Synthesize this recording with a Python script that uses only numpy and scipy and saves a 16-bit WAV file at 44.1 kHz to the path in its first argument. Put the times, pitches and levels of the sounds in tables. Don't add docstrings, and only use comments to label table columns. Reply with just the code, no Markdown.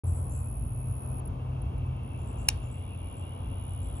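import sys
import numpy as np
from scipy import signal
from scipy.fft import rfft, irfft, next_fast_len
from scipy.io import wavfile
from scipy.ndimage import map_coordinates

SR = 44100
rng = np.random.default_rng(int(sys.argv[2]) if len(sys.argv) > 2 else 0)


def wrap_up_sound(samples):
    columns = np.atleast_2d(samples).T
    tamed = np.clip(columns, -1, 1)
    steps = np.round(tamed * 32767).astype(np.int16)
    wavfile.write(sys.argv[1], SR, steps)


N = 176400

# frequency in Hz, level in dB.
AIR_TONE = [(150, -13.5), (250, -0.5), (275, -7.5), (298, -9.5), (408, -9.5), (1020, -11), (1830, -35),
            (2750, -36), (4150, -42.5), (6500, -47.5), (8450, -63.5), (12500, -120)]
# frequency in Hz, how alike left and right are (1 is the same, -1 is opposite).
AIR_LIKENESS = [(200, 0.96), (350, 0.46), (600, -0.00096), (1000, -0.65), (1700, 0.71), (4000, -0.41),
                (8000, 0.88)]


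def air():
    def shares(hz):
        angle = np.arccos(np.clip(along(AIR_LIKENESS, hz), -1, 1)) / 2
        return np.array([np.cos(angle), np.sin(angle)])

    shared, opposite = filtered(np.array([noise(AIR_TONE), noise(AIR_TONE)]), shares)
    level_db = -47 + 1.2 * wobble(2.89)
    return amp(level_db) * unit(np.array([shared + opposite, shared - opposite]))


# frequency in Hz, level in dB.
RUMBLE_TONE = [(15, -63), (25, -32.5), (38, -14.5), (50, 4), (70, 2.5), (100, 0.5), (130, -5), (160, -9),
               (200, -19), (280, -19), (400, -34), (600, -79)]
# time in seconds, level in dB.
RUMBLE_LEVEL = [(0, -36.5), (1.0, -35.5), (1.8, -35), (2.3, -34.5), (3.05, -39.5), (3.45, -38),
                (3.75, -37.5), (4.0, -38.5)]
# time in seconds, pitch in Hz, level in dB.
ENGINE_HUM = [(0, 128, -41), (.8, 127.5, -36.5), (1.3, 126, -39), (1.8, 128, -36.5), (2.08, 127, -42),
              (2.7, 123, -42), (3.0, 124, -51), (4, 121, -45.5)]


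def traffic():
    rumble_db, = curves(RUMBLE_LEVEL)
    hum_hz, hum_db = curves(ENGINE_HUM)
    phase = turns(hum_hz + 1.01 * wobble(11))
    hum = amp(hum_db + 2.2 * wobble(9)) * (np.sin(phase) + amp(-23.5) * np.sin(2 * phase))
    drone_db, drone_hz = -42 + 5 * wobble(3.385), 88.7 + 1.68 * wobble(4.4)
    drone = amp(drone_db) * np.sin(turns(drone_hz))
    rumble = noise(RUMBLE_TONE) + amp(-19) * noise(RUMBLE_TONE) * np.array([[1], [-1]])
    return amp(rumble_db + 1.66 * wobble(12)) * rumble + np.sqrt(2) * (hum + drone)


# time of the middle in seconds, level in dB, pitch in Hz.
LOW_BUMPS = [(.14, -24.5, 66), (.908, -21.5, 95)]


def bumps(half_width_s=.018):
    t = np.arange(N) / SR
    return sum(amp(db) * np.exp(-((t - s) / half_width_s) ** 2) * np.sin(2 * np.pi * hz * (t - s))
               for s, db, hz in LOW_BUMPS)


def amp(db):
    return 10 ** (np.asarray(db) / 20)


def unit(x):
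    return x / np.sqrt(np.mean(x ** 2) + 1e-20)


def along(points, hz):
    f, v = np.transpose(points)
    return np.interp(np.log(hz + 1), np.log(f + 1), v)


def curves(rows):
    s, *cols = np.transpose(rows)
    return [np.interp(np.arange(N) / SR, s, c) for c in cols]


def wobble(rate):
    return map_coordinates(rng.standard_normal(N // 8), [np.arange(N) * rate / SR], mode="wrap")


def turns(hz):
    return 2 * np.pi * np.cumsum(hz) / SR


def add(track, s, sound):
    part = track[max(round(s * SR), 0):][:len(sound)]
    part += sound[:len(part)]


def filtered(x, response):
    m = next_fast_len(N + SR // 2)
    return irfft(rfft(x, m) * response(np.fft.rfftfreq(m, 1 / SR)), m)[..., :N]


def noise(spectrum):
    return unit(filtered(rng.standard_normal(N), lambda hz: amp(along(spectrum, hz))))


def echoes(x, decay):
    hz, t, z = signal.stft(rng.standard_normal(SR), SR, nperseg=256)
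    fading = np.exp(-np.log(1000) * t / along(decay, hz)[:, None])
    tail = signal.istft(z * fading, SR, nperseg=256)[1]
    return signal.fftconvolve(x, tail / np.linalg.norm(tail))[:N]


# frequency in Hz, how far the left side leads in radians.
LEFT_LEAD = [(100, 1.5), (2000, 1.03), (2800, 1.916), (5500, 1.26), (8000, 1.68), (10200, 1.977),
             (15000, 4.6)]


def ports(x):
    return filtered(x, lambda hz: np.exp(.5j * along(LEFT_LEAD, hz) * np.array([[1], [-1]])))


# time in seconds, level in dB, centre pitch in Hz.
CHORUS_SWELL = [(.05, -70.5, 2600), (.75, -67, 2580), (1.3, -65.5, 2696), (2.0, -60.5, 2729),
                (2.8, -59, 2787), (3.3, -60, 2807), (4.0, -63, 2870)]
# multiple of the centre pitch, half width in Hz, level in dB.
CHORUS_BANDS = [(.85, 136, -9.5), (1, 108, -1), (1.17, 204, -9.5)]
# frequency in Hz, level in dB.
WASH_TONE = [(1500, -37), (2200, -3.5), (2700, -4.5), (3300, -2.5), (3700, -7), (4200, -18), (5500, -44.5)]
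# time in seconds, level in dB.
WASH_LEVEL = [(0, -77), (2.0, -70.5), (3.2, -66), (3.6, -65), (4.0, -63)]


def insect_chorus(waver_hz=44.84):
    swell_db, centre_hz = curves(CHORUS_SWELL)
    bands = np.zeros(N)
    for ratio, width_hz, band_db in CHORUS_BANDS:
        slow = filtered(rng.standard_normal((2, N)), lambda hz: 1 / (1 + (hz / width_hz) ** 2))
        phase = turns(ratio * centre_hz + waver_hz * wobble(9.8))
        band = unit(slow[0] * np.cos(phase) + slow[1] * np.sin(phase))
        bands += amp(band_db + wobble(13)) * band
    wash_db, = curves(WASH_LEVEL)
    return ports(amp(swell_db) * bands + amp(wash_db) * noise(WASH_TONE))


# start and length in seconds, first and last pitch in Hz, level in dB.
BIRD_CHIPS = [(0.059, 0.047, 7220, 8250, -54.5), (.148, 0.032, 7670, 8300, -52),
              (0.291, 0.092, 6730, 7970, -57.5), (2.174, 0.059, 6850, 7400, -72.5),
              (2.259, 0.041, 7400, 8060, -63), (2.371, 0.074, 6400, 8430, -61.5),
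              (2.617, 0.05, 6610, 7450, -71), (2.708, 0.025, 7580, 8080, -59),
              (3.063, 0.066, 7150, 7390, -79), (3.16, 0.031, 7400, 7950, -64.5),
              (3.604, 0.069, 7100, 7310, -81), (3.684, 0.037, 7460, 7950, -70),
              (3.819, 0.034, 7240, 7960, -62.5), (3.946, 0.043, 7510, 7920, -62)]
# frequency in Hz, boost or cut in dB.
BIRD_TONE = [(6000, 9), (8250, -1.5), (8700, -35)]
# frequency in Hz, seconds to fade by 60 dB.
TREE_ECHO = [(5000, .7), (9000, 0.39)]


def bird(rasp_hz=860, rasp_depth=.3):
    chips, waver_hz = np.zeros(N), 70 * wobble(300)
    for s, length, start_hz, end_hz, db in BIRD_CHIPS:
        progress = np.linspace(0, 1, round(length * SR))
        pitch = end_hz + (start_hz - end_hz) * (1 - progress) ** 2
        pitch += np.roll(waver_hz, -round(s * SR))[:len(progress)]
        add(chips, s, amp(db) * np.abs(np.sin(np.pi * progress)) * np.sin(turns(pitch)))
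    rasp = 1 + rasp_depth * np.sin(turns(rasp_hz + 110 * wobble(27)))
    voice = filtered(chips * rasp, lambda hz: amp(along(BIRD_TONE, hz)))
    return ports(voice + amp(4.5) * echoes(voice, TREE_ECHO))


# time in seconds, level in dB, top pitch in Hz,
# half width of a wing stroke's loud middle as a share of the stroke, strokes per second.
FIRST_BUZZ = [(.0375, -48, 10520, 0.39, 76), (.5, -45.5, 10500, 0.34, 72.5),
              (.62, -47.5, 10530, 0.41, 72.5), (1.205, -46, 10490, 0.36, 74.3)]
SECOND_BUZZ = [(2.029, -59.5, 10080, 0.29, 70.4), (2.3, -54.5, 10050, 0.22, 71.86),
               (2.5, -56.5, 10120, 0.35, 68.1), (2.75, -55, 10260, 0.31, 73.24),
               (3.15, -51, 10200, 0.25, 72), (3.43, -55.5, 10270, 0.3, 72.5),
               (3.682, -47, 10270, 0.22, 72.65), (4.0, -50, 10300, 0.32, 73.3)]
# start in seconds, level in dB, top pitch in Hz,
# half width of the loud middle as a share of the stroke.
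LONE_STROKES = [(1.252, -44.5, 10450, 0.35), (1.271, -44.5, 10500, 0.29), (1.615, -49.5, 10300, 0.3),
                (1.777, -55, 10200, 0.26), (1.860, -60, 10100, 0.23), (1.961, -59, 10050, .17)]
# frequency in Hz, level in dB.
FAR_KATYDIDS = [(8700, -26.5), (9500, -12), (10200, -8), (10600, -6), (11100, -4.5), (11500, -34),
                (12000, -45), (13000, -86)]


def katydid(stroke_s=.012, return_s=.0068):
    strokes, buzz = list(LONE_STROKES), np.zeros(N)
    for run in (FIRST_BUZZ, SECOND_BUZZ):
        times, *columns, rate = np.transpose(run)
        at = times[0]
        while at < times[-1]:
            strokes.append((at, *(np.interp(at, times, column) for column in columns)))
            at += 1 / np.interp(at, times, rate)
    progress = np.linspace(0, 1, round(stroke_s * SR))
    arch_hz = -4410 * (progress - .53) ** 2
    tooth_rasp = 1 + .14 * wobble(1200)
    far = amp(-69) * noise(FAR_KATYDIDS)
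    for s, db, top_hz, width in strokes:
        late, louder, higher = rng.standard_normal(3)
        grip = np.abs(np.sin(np.pi * progress)) ** .5 / (1 + np.abs((progress - .5) / width) ** 8)
        pitch = top_hz + 25 * higher + arch_hz
        stroke = amp(db + .52 * louder) * np.sqrt(2) * grip * np.sin(turns(pitch))
        add(buzz, s + .00015 * late, stroke)
        add(buzz, s + return_s, amp(-16) * stroke)
    return ports(buzz * tooth_rasp + far)


# start in seconds, level in dB.
SWITCH_HITS = [(2.48312, -38.8), (2.48571, -18.8), (2.48698, -10.2), (2.48744, -18.5), (2.48882, -27.5)]
# pitch in Hz, level in dB, seconds to fade by 60 dB.
HOUSING_NOTES = [(856, -18.5, .042), (1090, -23, .031), (1640, -21.5, .013), (2387, -13, .025),
                 (2528, -2.6, .0052), (2839, -1.3, .014), (3757, -16, .0185), (4260, -15, .021),
                 (4550, -24, .024), (5430, .4, .0088), (5740, -1.2, .0084), (6117, -12.5, .02),
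                 (6628, -14, .017), (7244, -9.7, .0135), (8010, -11.6, .0063), (9050, -6, .0136),
                 (9580, 1.5, .0086), (10534, -7.3, .01), (11782, -10, .01), (14076, -13, .009),
                 (15410, -19, .008)]
# frequency in Hz, level in dB.
CRACK_TONE = [(400, -40), (750, -23), (1300, -11), (2200, -20), (4500, -18), (8200, -6.5), (9500, -3.5),
              (11700, 10), (12800, 1.5), (14100, -19), (15400, -22), (16000, -41)]
# frequency in Hz, seconds to fade by 60 dB.
YARD_ECHO = [(500, .3), (3000, 0.28), (7000, 0.31), (14000, .087)]
# frequency in Hz, boost or cut in dB.
YARD_TONE = [(500, -2), (2500, 11), (4500, 6), (6000, 1), (8000, -9.5), (10500, -6), (11500, -30),
             (13000, -58)]


def rocker_switch(crack_fade_s=.007, ground_delay_s=.012, wall_delay_s=.15):
    t = np.arange(SR // 8) / SR
    rings, cracks, ground = np.zeros((3, N))

    def fade(seconds):
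        return np.exp(-np.log(1000) * t / seconds)

    ring = sum((-1) ** k * amp(db) * fade(fade_s) * np.sin(2 * np.pi * hz * t)
               for k, (hz, db, fade_s) in enumerate(HOUSING_NOTES))
    for s, db in SWITCH_HITS:
        add(rings, s, amp(db) * ring)
        add(cracks, s, amp(db - 3) * fade(crack_fade_s) * noise(CRACK_TONE)[:len(t)])
    snap = rings + cracks
    scatter = rng.standard_normal(len(t)) * fade(.0284)
    add(ground, ground_delay_s, signal.fftconvolve(snap, scatter / np.linalg.norm(scatter)))
    ground = filtered(ground, lambda hz: 1 / (1 + (hz / 9650) ** 20))
    wall = amp(-28) * np.roll(ground, round((wall_delay_s - ground_delay_s) * SR))
    yard = np.array([echoes(cracks, YARD_ECHO), echoes(cracks, YARD_ECHO)])
    yard = filtered(yard, lambda hz: amp(along(YARD_TONE, hz)))
    return ports(snap + amp(-21) * (ground + wall)) + amp(-10.5) * yard


def scene():
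    centred = rocker_switch() + katydid() + bird() + insect_chorus() + bumps()
    return centred + traffic() * amp([[.4], [-.4]]) + air() * amp([[1.2], [-1.2]])


def record(dry, start_s=.036, top_hz=15900):
    fade_in = np.clip((np.arange(N) / SR - start_s) * 500, 0, 1)
    return filtered(dry * fade_in, lambda hz: 1 / (1 + (hz / top_hz) ** 120))


dry = scene()
out = record(dry)
wrap_up_sound(out)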